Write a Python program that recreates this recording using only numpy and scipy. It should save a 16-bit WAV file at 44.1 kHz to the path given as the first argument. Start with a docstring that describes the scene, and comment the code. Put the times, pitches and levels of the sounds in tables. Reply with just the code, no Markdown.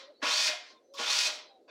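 """Sandpaper is swept twice across a wooden table top in a small brick workshop: noise and dense grit grains,
with a hiss and a whistle that rise with hand speed. Soft knocks of scuffing noise mark the hand landing and
leaving; rubbing, knocks and pushes ring the modes of the top. A faint swish falls between the strokes.
Gliding sines make faint far-off hoots and chirps over a murmur of shaped noise.
A decaying noise tail makes the room; a mono recorder turns down the quietest bands."""
import sys
import numpy as np
from scipy import signal
from scipy.fft import rfft, irfft, next_fast_len
from scipy.io import wavfile
from scipy.ndimage import uniform_filter1d, map_coordinates

SR = 44100
rng = np.random.default_rng(int(sys.argv[2]) if len(sys.argv) > 2 else 0)


def store_pcm(level_fs):
    """Save levels as 16-bit WAV."""
    pcm = np.round(np.clip(level_fs, -1, 1) * 32767).astype(np.int16)
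    wavfile.write(sys.argv[1], SR, np.atleast_2d(pcm).T)


N = 74970
LEAD = SR // 3  # samples run before the start, so that earlier sounds are already ringing
T = np.arange(-LEAD, N) / SR

# steady murmur of outdoor air and distant traffic, relative spectrum: frequency_hz, level_db
MURMUR_SPECTRUM = [(25, -41.5), (70, -18.5), (150, -24.5), (250, -5.5), (560, -1), (1100, -21.5),
                   (2200, -34.5), (4000, -18), (8000, -28.5), (15000, -38)]
MURMUR_DB = -64

# path of each rub, grit pitch following hand speed: time_s, pitch_hz, level_db
EARLIER_STROKE = [(-.3, 4040, -26.5), (-.11, 4210, -28.5), (-.045, 3100, -69.5)]
FIRST_STROKE = [(0.217, 1610, -50.5), (0.232, 2050, -29), (.28, 2950, -29), (.326, 4000, -27.5),
                (0.366, 4590, -29), (.398, 4560, -25.5), (.44, 5050, -28), (0.478, 4675, -26),
                (.495, 3560, -32.5), (0.561, 3100, -52.5)]
RETURN_SWISH = [(.6, 4000, -60.5), (.66, 4280, -57), (0.712, 4280, -57.5), (0.778, 3960, -72.5)]
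SECOND_STROKE = [(0.938, 5582, -53), (.97, 3720, -48.5), (0.993, 3123, -34), (1.05, 3075, -33),
                 (1.128, 4562, -26.5), (1.214, 4830, -25.5), (1.242, 4980, -28.5), (1.271, 4250, -26),
                 (1.297, 3255, -37), (1.42, 3465, -59)]
NEXT_STROKE = [(1.679, 1640, -58.5), (1.705, 1800, -46.5)]
# relative scrape spectrum at the reference speed: frequency_hz, level_db
SCRAPE_SPECTRUM = [(100, -36.5), (180, -27), (260, -21), (600, -12), (1100, -5.5), (2600, -1.5), (4000, 2),
                   (5800, 0.5), (7200, -7.5), (8500, -14), (12500, -27.5), (15500, -30.5)]
# brightening is in dB per octave of frequency, for each doubling of speed
REFERENCE_HZ, PIVOT_HZ, BRIGHTEN_DB = 3990, 2600, 6
ZIP_DB, ZIP_OCTAVES = 3, 0.096  # narrow lift of the hiss at the grit pitch
GRAINS_PER_S, GRAIN_DB = 2500, -7  # grain level is relative to the smooth noise
CHATTER_DB, CHATTER_PER_S = 1.0, 180  # fast random unevenness of pressure
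WHISTLE_KNOTS_PER_S = 240  # sets the width of the narrow band in which evenly spaced grit sings
WHISTLE_BEST_HZ, WHISTLE_OCTAVES = 3600, 0.44  # the paper sings most readily around this pitch

# modes of the table top, hand at the near side or far edge: frequency_hz, near_db, edge_db, t60_s
TABLE_MODES = [(477, -2, -27.5, 0.29), (615.2, -4.5, 7.5, 0.24), (725, -8.5, -11.5, 0.39),
               (823, 2, -4, 0.46), (977, -2, -3, 0.27), (1016, -8.5, -2.5, 0.39), (1082, -1, -5.5, 0.48),
               (1109, 7.5, -11.5, 0.28), (1429, 2, -1, 0.2), (2262, -19.5, -8.5, 0.047),
               (2500, -18.5, -0.5, 0.05)]
RING_DB = 10  # added to every mode level
RUMBLE_CUT_HZ = 224
# hand position, from near side 0 to far edge 1: time_s, reach_fraction
HAND_REACH = [(.25, 0.35), (.47, 1), (.65, 0.87), (1, 0), (1.26, 1)]
# weight of the hand coming on or off the top: time_s, force_db
HAND_PUSHES = [(.229, -22.5), (.49, -21), (.992, -14.5), (1.277, -22.5)]
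PUSH_S = 0.00018  # standard deviation of each bell-shaped push

# decay of the room tail: frequency_hz, t60_s
ROOM_DECAY = [(200, 0.1), (1000, 0.78), (4000, 0.46), (8000, 0.35), (14000, 0.35)]
ROOM_DB, EARLY_DB, EARLY_T60_S = -6.5, -13.5, 0.24

# distant hoots and chirps, pitch at mid-call:
# start_s, length_s, pitch_hz, glide_hz_per_s, level_db, blur_rad
DISTANT_CALLS = [(-.04, 0.12, 541, 9, -57.5, 0.39), (.07, 0.067, 579, -200, -56, 0.96),
                 (0.659, 0.18, 1051, -100, -66, 1.17), (0.893, 0.14, 553, -64, -54, 0.31),
                 (1.455, 0.18, 781, -550, -65, 1.12), (0.134, 0.066, 3970, 0, -72.5, 1.9),
                 (0.155, 0.062, 4400, 2998, -68.5, 1.8), (.73, 0.071, 3600, -500, -68.5, 3.5),
                 (0.815, 0.14, 6070, -300, -75, 1.5), (0.887, 0.042, 4040, -500, -74, 1.7),
                 (1.38, 0.18, 4130, -2400, -62.5, 9.6), (1.519, 0.088, 3860, -400, -73, 1.16)]
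CALL_WAVER_PER_S, CALL_SCATTER_PER_S = 66, 170  # slow and fast blur, knots a second
CALL_SCATTER = 0.095  # depth of the fast blur relative to the slow

# hand landing on the top or dropping off its edge: start_s, level_db, centre_hz, width_octaves, t60_s
HAND_KNOCKS = [(.14, -67.5, 1700, 0.056, 0.056), (0.218, -34.5, 1750, 0.15, 0.1),
               (0.225, -32.5, 283, 0.2, 0.09), (0.241, -37.5, 1150, 0.51, 0.36),
               (0.474, -31, 2340, 0.47, 0.22), (0.49, -39.5, 484, 1, 0.087), (.53, -45.5, 710, 0.035, 0.19),
               (.936, -54, 1130, 0.22, 0.28), (.938, -61.5, 10700, 0.82, 0.14),
               (0.986, -41, 227, 0.93, 0.12), (0.993, -42, 815, 1, 0.41), (1.279, -48.5, 600, 0.8, 0.48),
               (1.681, -54, 730, 0.39, 0.13)]
KNOCK_ATTACK_S = 0.0032

# narrow-band level below which the recorder turns the sound down: frequency_hz, level_db
QUIET_THRESHOLD = [(300, -78), (2200, -76.5), (6500, -84.5), (10000, -93.5), (15000, -102)]
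SUPPRESS_DB = 12  # greatest cut
CUT_HZ = 15850  # upper band limit


def amp(db):
    """Decibels to gain."""
    return 10 ** (np.asarray(db) / 20)


def unit(x):
    """Scale to rms 1."""
    return x / np.sqrt(np.mean(x ** 2) + 1e-20)


def along(points, hz):
    """Read a curve of (Hz, value) points on a log-frequency axis."""
    f, v = np.transpose(points)
    return np.interp(np.log(hz + 1), np.log(f + 1), v)


def wobble(rate):
    """A smooth random curve, rate knots a second."""
    knots = rng.standard_normal(4096)
    return map_coordinates(knots, [(T - T[0]) * rate], mode="wrap")


def filtered(x, response):
    """Shape x by a response, given as a function of frequency."""
    m = next_fast_len(len(x) + SR // 2)
    spectrum = rfft(x, m) * response(np.fft.rfftfreq(m, 1 / SR))
    return irfft(spectrum, m)[:len(x)]


def bump(hz, centre, octaves):
    """A bell on the log-frequency axis."""
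    return np.exp(-.5 * (np.log2((hz + 1) / centre) / octaves) ** 2)


def outdoors():
    """A steady, dull murmur of spectrally shaped noise."""
    murmur = filtered(rng.standard_normal(len(T)), lambda hz: amp(along(MURMUR_SPECTRUM, hz)))
    return amp(MURMUR_DB) * unit(murmur)


def stroke(rows, whistle_db):
    """Grit catches on the wood in dense grains; a faster hand gives a brighter hiss and higher, breathy whistle."""
    s, pitch, level = np.transpose(rows)
    catches = (rng.random(len(T)) < GRAINS_PER_S / SR) * rng.standard_normal(len(T))
    grit = unit(rng.standard_normal(len(T)) + amp(GRAIN_DB) * unit(catches))

    # the hiss changes colour with the hand speed but keeps its overall level
    hz, t, z = signal.stft(grit, SR, nperseg=512)
    hz = hz[:, None]
    rate = np.interp(t + T[0], s, pitch)
    speed_octaves = np.log2(rate / REFERENCE_HZ)
    tilt = BRIGHTEN_DB * speed_octaves * np.log2(np.clip(hz, 800, 7000) / PIVOT_HZ)
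    colour = amp(along(SCRAPE_SPECTRUM, hz) + tilt + ZIP_DB * bump(hz, rate, ZIP_OCTAVES))
    colour = colour / np.sqrt(np.mean(colour ** 2, axis=0))
    hiss = signal.istft(z * colour, SR)[1][:len(T)]

    # two random envelopes on sine and cosine make a narrow noise band at the grit pitch
    passing = np.interp(T, s, pitch)
    phase = 2 * np.pi * np.cumsum(passing) / SR
    sine_part = wobble(WHISTLE_KNOTS_PER_S) * np.sin(phase)
    cosine_part = wobble(WHISTLE_KNOTS_PER_S) * np.cos(phase)
    whistle = unit(sine_part + cosine_part)
    singing = amp(whistle_db) * bump(passing, WHISTLE_BEST_HZ, WHISTLE_OCTAVES)

    pressure = amp(np.interp(T, s, level) + CHATTER_DB * wobble(CHATTER_PER_S))
    touching = (T > s[0]) * (T < s[-1])
    return (hiss + singing * whistle) * pressure * touching


def radiated(x):
    """The table gives off little bass."""
    highpass = signal.butter(4, RUMBLE_CUT_HZ, "high", fs=SR, output="sos")
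    return signal.sosfilt(highpass, x)


def table_top(x):
    """Whatever rubs or pushes the top rings its modes; hand position decides how strongly each answers."""
    hz, near_db, edge_db, t60 = np.transpose(TABLE_MODES)[:, :, None]
    width = np.log(1000) / np.pi / t60  # resonance bandwidth in Hz

    def modes(db):
        return lambda f: np.sum(amp(db) * 1j * f * width / (hz * hz - f * f + 1j * f * width), axis=0)

    pushes = sum(amp(db) * np.exp(-.5 * ((T - s) / PUSH_S) ** 2) for s, db in HAND_PUSHES)
    force = radiated(x + pushes)
    reach = np.clip(np.interp(T, *np.transpose(HAND_REACH)), 0, 1)
    near = filtered(force * (1 - reach), modes(near_db))
    edge = filtered(force * reach, modes(edge_db))
    return amp(RING_DB) * (near + edge)


def workshop(x):
    """Near walls answer quickly with bright noise; a tail lingers longest in the midrange."""
    hz, t, z = signal.stft(rng.standard_normal(SR * 2 // 3), SR, nperseg=256)
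    tail = signal.istft(z * amp(-60 * t / along(ROOM_DECAY, hz)[:, None]), SR)[1]
    age = np.arange(len(tail)) / SR
    early = rng.standard_normal(len(tail)) * amp(-60 * age / EARLY_T60_S) * (age > .003)
    answer = amp(ROOM_DB) * tail / np.linalg.norm(tail)
    answer = answer + amp(EARLY_DB) * early / np.linalg.norm(early)
    return x + signal.fftconvolve(x, answer)[:len(T)]


def distant_calls():
    """Faint hoots and chirps, probably birds: gliding sines, wavering and blurred by distance."""
    out = np.zeros(len(T))
    for s, length, hz, glide, db, blur in DISTANT_CALLS:
        u = T - s - length / 2  # time from mid-call
        waver = wobble(CALL_WAVER_PER_S) + CALL_SCATTER * wobble(CALL_SCATTER_PER_S)
        arch = np.maximum(1 - (2 * u / length) ** 2, 0)
        swell = arch * amp(2.56 * wobble(CALL_WAVER_PER_S))
        phase = 2 * np.pi * (hz * u + glide * u * u / 2) + blur * waver
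        out += np.sqrt(2) * amp(db) * swell * np.sin(phase)
    return out


def knocks():
    """Soft blows of hand and paper on the top: scuffing noise bands that swell quickly and die away."""
    out = np.zeros(len(T))
    for s, db, centre, octaves, t60 in HAND_KNOCKS:
        age = np.maximum(T - s, 0)
        noise = rng.standard_normal(len(T))
        scuff = unit(filtered(noise, lambda hz: bump(hz, centre, octaves)))
        attack = 1 - np.exp(-age / KNOCK_ATTACK_S)
        out += scuff * amp(db - 60 * age / t60) * attack
    return out


def scene():
    """Strokes and knocks sound in the room and ring the table, over the background."""
    sanding = stroke(FIRST_STROKE, whistle_db=-8) + stroke(SECOND_STROKE, whistle_db=-12.0)
    for rows in (EARLIER_STROKE, RETURN_SWISH, NEXT_STROKE):
        sanding = sanding + stroke(rows, whistle_db=-19.0)
    contact = sanding + knocks()
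    table = workshop(radiated(contact)) + table_top(contact)
    mono = amp(-2.5) * table + distant_calls() + outdoors()
    return np.array([mono[LEAD:]] * 2)


def record(dry):
    """One microphone on both channels; a suppressor turns down quiet bands, and a band limit cuts the top."""
    hz, t, z = signal.stft(dry[0], SR, nperseg=512)
    # power averaged over neighbouring bands, then over neighbouring moments
    power = uniform_filter1d(np.abs(z) ** 2, size=5, axis=0)
    power = np.abs(uniform_filter1d(power, size=5, axis=1))
    threshold = amp(along(QUIET_THRESHOLD, hz)[:, None]) ** 2
    quiet = 1 / (1 + (power / threshold) ** 2)  # near 1 well below the threshold, near 0 above
    clean = signal.istft(z * amp(-SUPPRESS_DB * quiet), SR)[1][:N]
    return np.array([filtered(clean, lambda hz: hz < CUT_HZ)] * 2)


dry = scene()
out = record(dry)
store_pcm(out)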